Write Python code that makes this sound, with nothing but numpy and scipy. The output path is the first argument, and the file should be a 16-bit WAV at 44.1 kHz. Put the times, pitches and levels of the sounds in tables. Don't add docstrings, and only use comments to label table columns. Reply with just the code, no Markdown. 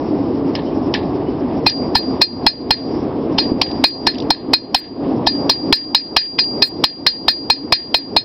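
import sys
import numpy as np
from scipy import signal
from scipy.fft import rfft, irfft, next_fast_len
from scipy.io import wavfile
from scipy.ndimage import uniform_filter1d, minimum_filter1d

SR = 44100
rng = np.random.default_rng(int(sys.argv[2]) if len(sys.argv) > 2 else 0)


def store_wav(level_fs):
    pcm = np.round(np.clip(np.atleast_2d(level_fs), -1, 1) * 32767)
    wavfile.write(sys.argv[1], SR, pcm.T.astype(np.int16))


def natural_amplitude(level_db):
    exponent = np.asarray(level_db, float) / 20
    return 10 ** exponent


N = 363384

# [f/Hz, density level/dB]
ROAR_SPECTRUM = [(15, -65), (25, -29), (88, -13.5), (205, -9.5), (276, 1), (560, -15), (704, -16),
                 (1090, -23.5), (1400, -37), (2970, -44.5), (4190, -48.5), (5030, -40), (5900, -44.5),
                 (7670, -89.5), (13000, -120)]
# [t/s, peak level/dB]
FLAME_POPS = [
    (3.518, -3.5),
    (3.541, -6.5),
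]
# [t/s, peak level/dB, f/Hz]
CHIRPS = [
    (0.644, -44, 2940),
    (1.248, -44.5, 2850),
]
# [t/s, peak level/dB, f/Hz]
TICKS = [(0.9574, -21, 2950), (1.696, -2, 3900), (3.4421, -25, 3180), (3.6696, -23, 3270),
         (3.7126, -18.5, 3320), (3.908, -19, 3850), (4.1445, -19.5, 3360), (4.1538, -20, 2500),
         (4.183, -17.5, 3390), (4.201, -17, 3670), (4.2213, -25, 3400), (6.4408, -12, 3700)]

# [t/s, strength level/dB, thud level/dB, short ring level/dB, long ring level/dB]
SQUARE_BLOWS = [(0.5511, -11.5, -37, -37, -47), (0.9386, -3, -39, -41.5, -40),
                (2.4643, 1, -9.5, -6.5, -14.5), (2.7059, 2, -16, -12, -18.5),
                (3.6147, -0.5, -19.5, -24.5, -17.5), (3.8394, 0.2, -10.5, -4.5, -7.5),
                (4.3034, 1.3, -9, -12.5, -24), (4.5336, -0.5, -11, -3.5, -15.5),
                (4.7455, 10, -13.5, -14, -20), (5.494, 0, -14, -12, -11.5), (6.165, 13.5, -15, -15, -10.5),
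                (6.839, 6, -17, -10.5, -11), (7.2803, 1.3, -11.5, -4, -4), (7.4991, 3, -11.5, -6, -12.5),
                (7.7226, 10, -11, -11.5, -12.5), (7.9424, 4, -10.5, -9.5, -13),
                (8.1634, -0.8, -6, -3.5, -22.5)]
# [t/s, strength level/dB, thud level/dB, short ring level/dB, long ring level/dB]
GLANCING_BLOWS = [(1.6632, -1, -14, -13, -12), (1.9518, -5, -5.5, -9, -11.5), (2.2152, -4.8, -20, -1, -9),
                  (3.384, -7, -12.5, -14.5, -14), (4.0679, -1.5, -11.5, -12, -23.5),
                  (5.2679, -4, -8.5, -14, -9), (5.7247, 7.5, -17, -12, -9), (5.9456, 7, -22, -9.5, -11.5),
                  (6.3868, -3, -19, -8.5, -0.3), (6.6212, -0.5, -25.5, -5.5, -12),
                  (7.0638, 6, -20.5, -8, -9.5)]
# [f/Hz, density level/dB]
CRACK_SPECTRUM = [(300, -22), (900, 4), (1500, -16), (2200, -7.5), (3200, 2), (4200, -2.5), (5100, 2),
                  (5900, -1.5), (7500, -36)]
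# [f/Hz, density level/dB]
RATTLE_SPECTRUM = [(820, -47.5), (1400, -27), (1760, 1.5), (2060, -7.5), (4000, -7.5), (5200, -25),
                   (8800, -120)]
# [f/Hz, level/dB, t60/s]
THUD_MODES = [(70, -5.5, 0.033), (735, 5, 0.02), (904, 11, 0.017), (1080, -11.5, 0.04)]
# [f/Hz, level/dB, t60/s]
BODY_MODES = [(1762, -10, 0.033), (2475, -7.5, 0.03), (3150, -20.5, 0.0033), (3336, -24.5, 0.0033),
              (3798, -5.5, 0.03), (3975, -8.5, 0.06), (4210, -24, 0.017), (4856, -10.5, 0.031),
              (5074, -7.5, 0.084), (4926, -1.5, 0.022), (5200, -37.5, 0.029)]
# [f/Hz, level/dB, t60/s]
SHORT_RING = [(4220, 1.5, 0.1), (4212, -33, 0.33), (4110, -25, 0.065)]
# [f/Hz, level/dB, t60/s]
LONG_RING = [(4773, -1, 0.38)]
# [t/s, length/s, level/dB]
SMEARS = [(1.668, .015, -42), (1.956, .03, -44), (2.222, .014, -44), (3.845, .045, -50), (4.752, .048, -47),
          (5.5, .024, -47), (5.73, .034, -49), (6.628, .061, -48), (6.846, .008, -43), (7.287, .031, -48),
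          (7.95, .031, -47)]

FLAME_DB = -18
SQUARE_BITE_MS = 4.1
SLIDE_MS, SLIDE_MS_PER_DB = 6.3, 0.63
BLOW_DB, BODY_DB, CLATTER_T60_S = 10, -21, 0.091
MODE_SPREAD_DB = 3
CRACK_DB, CRACK_T60_S = -4.5, 0.014
RATTLE_DB, RATTLE_T60_S = -31.5, 0.26
SKIP_S, SKIP_DB = 0.014, -26
FLUTTER_DB, FLUTTER_GROWS_S = 4, 0.08
HOLD_DB, GAIN_HOLD_S, ATTACK_S, RELEASE_DB_PER_S = -10, 0.027, 0.0038, 78.5
HISS_DB, HISS_HZ = -53, 4330
STOP_HZ, SPLATTER_HZ = 6200, 15800
TOP_HZ, TOP_GATE_DB = 5250, -56


def t60_decay(t, t60):
    return natural_amplitude(-60 * t / t60)


def drift(rate):
    r = np.exp(-80 * np.pi * rate / SR)
    white = rng.standard_normal(N // 40 + 2002)
    slow = signal.lfilter([1], [1, -2 * r, r * r], white)[2000:]
    return np.interp(np.arange(N) / 40, np.arange(len(slow)), slow / slow.std())


def coloured(spectrum, patchy_db, count):
    hz, db = np.transpose(spectrum)
    size = next_fast_len(N)
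    octave = np.log2(np.arange(size // 2 + 1) * SR / size + 1e-3)
    gain = natural_amplitude(np.interp(octave, np.log2(hz), db))
    shaped = rfft(rng.standard_normal(size)) * gain
    centres = np.linspace(4.5, 12.7, count)
    together, out = drift(9), np.zeros(N)
    for k in range(count):
        weight = np.interp(octave, centres, np.arange(count) == k)
        band = irfft(shaped * weight, size)[:N]
        out += band * natural_amplitude(patchy_db * (0.39 * together + drift(12.2)))
    return out / out.std()


def ring(force, hz, t60):
    r, w = t60_decay(1 / SR, t60), 2 * np.pi * hz / SR
    return signal.lfilter([0, np.sin(w)], [1, -2 * r * np.cos(w), r * r], force)


def struck(modes, t, phases):
    out = 0
    for (hz, db, t60), phase in zip(modes, phases):
        out = out + natural_amplitude(db) * np.sin(2 * np.pi * (hz * t + phase)) * t60_decay(t, t60)
    return out


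def forge():
    pops = np.zeros(N)
    for s, db in FLAME_POPS:
        pops[round(s * SR)] = natural_amplitude(db)
    soft_pops = signal.sosfilt(signal.butter(2, 700, fs=SR, output="sos"), pops)
    roar = natural_amplitude(FLAME_DB) * coloured(ROAR_SPECTRUM, patchy_db=1.5, count=16)
    return roar + ring(soft_pops, 280, 0.028)


def bird():
    out, t = np.zeros(N), np.arange(3000) / SR
    for s, db, hz in CHIRPS:
        roughness = 1 + 0.51 * np.sin(2 * np.pi * 190 * t)
        tone = np.sin(2 * np.pi * hz * t * (1 + 0.54 * t)) * roughness
        out[round(s * SR):][:len(t)] += natural_amplitude(db) * np.hanning(len(t)) * tone
    return out


def tongs():
    out, t = np.zeros(N), np.arange(1000) / SR
    puffs = rng.standard_normal((len(TICKS), len(t)))
    envelope = np.minimum(t / 0.001, 1) * t60_decay(t, 0.02)
    for (s, db, hz), puff in zip(TICKS, puffs):
        band = signal.butter(2, [0.8 * hz, 1.6 * hz], "band", fs=SR, output="sos")
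        a = round(s * SR)
        out[a:a + len(t)] += natural_amplitude(db + 9) * signal.sosfilt(band, puff * envelope)
    return out


def hammer():
    blows = [(*row, SQUARE_BITE_MS) for row in SQUARE_BLOWS]
    blows += [(*row, max(SLIDE_MS - SLIDE_MS_PER_DB * row[1], 2)) for row in GLANCING_BLOWS]
    blows = sorted(blows)
    out = np.zeros(N)
    grit = coloured(CRACK_SPECTRUM, patchy_db=5.5, count=6)
    rattle = coloured(RATTLE_SPECTRUM, patchy_db=1.5, count=6)
    flutter, grain = drift(50), natural_amplitude(4 * drift(150))
    luck = rng.random((len(blows), 8))
    jolts = rng.standard_normal((len(BODY_MODES), N))
    spot_db = MODE_SPREAD_DB * rng.standard_normal((len(blows), len(BODY_MODES)))
    starts = [round((row[0] + 0.002 - row[-1] / 1000) * SR) for row in blows] + [N]
    for k, (s, db, thud_db, short_db, long_db, bite_ms) in enumerate(blows):
        a = starts[k]
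        b = min(starts[k + 1] + 500, a + SR // 2 + 8000, N)
        t = np.arange(b - a) / SR - bite_ms / 1000
        after = np.maximum(t, 0)
        rise = natural_amplitude(np.minimum(36000 * t / bite_ms, 0))

        crunch_s = CRACK_T60_S + 0.0023 * bite_ms
        landing_s = SKIP_S * (0.46 + 0.83 * luck[k, 6])
        skip = natural_amplitude(SKIP_DB) * np.exp(-((t - landing_s) / 0.0029) ** 2)
        crack = grit[a:b] * (natural_amplitude(CRACK_DB - 0.5 * bite_ms) * t60_decay(after, crunch_s) + skip)
        tail = natural_amplitude(RATTLE_DB) * rattle[a:b] * grain[a:b] * t60_decay(after, RATTLE_T60_S)

        onset = 1 - np.exp(-after * 4000 / bite_ms)
        thud = natural_amplitude(thud_db) * onset * struck(THUD_MODES, after, 0.5 * (luck[k] > 0.5))

        flutter_grows = np.clip(after / FLUTTER_GROWS_S, 0.2, 1)
        flutter_db = FLUTTER_DB * (flutter[a:b] + 1.0) * flutter_grows
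        short = natural_amplitude(short_db + 8.5 + flutter_db) * struck(SHORT_RING, after, 0.25 * luck[k, 4:])
        long = natural_amplitude(long_db) * struck(LONG_RING, after, luck[k, 7:])

        force = natural_amplitude(BODY_DB + 0.85 * short_db) * jolts[:, a:b] * rise * t60_decay(after, CLATTER_T60_S)
        body = 0
        for f, offset_db, (hz, mode_db, t60) in zip(force, spot_db[k], BODY_MODES):
            body = body + natural_amplitude(mode_db + offset_db) * ring(f, hz, t60)

        swell = 1 - np.exp(-after / 0.0064)
        damped = np.clip((b - a - np.arange(b - a)) / 200, 0, 1)
        blow = rise * (crack + tail) + thud + body + swell * (short + long)
        out[a:b] += natural_amplitude(db + BLOW_DB) * damped * blow
    return out


def scene():
    return (forge() + bird() + tongs() + hammer())[None]


def gain_cut_db(x):
    level_db = 10 * np.log10(uniform_filter1d(x ** 2, 200, origin=99) + 1e-12)
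    size = max(round(GAIN_HOLD_S * SR), 2)
    level_db = -minimum_filter1d(-level_db, size, origin=(size - 1) // 2)
    ramp = RELEASE_DB_PER_S * np.arange(N) / SR
    held_db = np.maximum.accumulate(level_db + ramp) - ramp
    r = np.exp(-1 / (max(ATTACK_S, 0.001) * SR))
    return signal.lfilter([1 - r], [1, -r], np.maximum(held_db - HOLD_DB, 0))


def smear():
    out, t = np.zeros(N), np.arange(4096) / SR
    edges = np.linspace(6900, 15600, 19)
    kept = rng.random((len(SMEARS), 18)) < 0.6
    white = rng.standard_normal((len(SMEARS), 4096))
    strip = np.digitize(np.arange(2049) * SR / 4096, edges)
    for (s, length_s, db), keep, noise in zip(SMEARS, kept, white):
        hiss = irfft(rfft(noise) * np.r_[0, keep, 0][strip])
        envelope = np.clip(np.minimum(t, length_s - t) / 0.003 + 1, 0, 1)
        out[round(s * SR):][:len(t)] += natural_amplitude(db) * hiss / hiss.std() * envelope
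    return out


def top_cut(x):
    return signal.sosfilt(signal.butter(12, 16330, fs=SR, output="sos"), x)


def record(dry):
    hiss_filter = signal.butter(4, HISS_HZ, fs=SR, output="sos")
    hiss = signal.sosfilt(hiss_filter, rng.standard_normal(N))
    x = np.clip(dry * natural_amplitude(-gain_cut_db(dry[0])) + natural_amplitude(HISS_DB) * hiss, -0.8, 0.8)
    x = signal.sosfilt(signal.cheby2(16, 60, STOP_HZ, fs=SR, output="sos"), x)
    top = signal.sosfiltfilt(signal.butter(8, TOP_HZ, "high", fs=SR, output="sos"), x)
    top_db = 10 * np.log10(uniform_filter1d(top ** 2, 1500) + 1e-12)
    x = x - top * np.clip((TOP_GATE_DB - top_db) / 2, 0, 1)
    splatter_filter = signal.butter(4, SPLATTER_HZ, fs=SR, output="sos")
    mix = signal.sosfilt(splatter_filter, np.clip(x, -0.95, 0.95)) + smear()
    return top_cut(mix)


dry = scene()
out = record(dry)
store_wav(out)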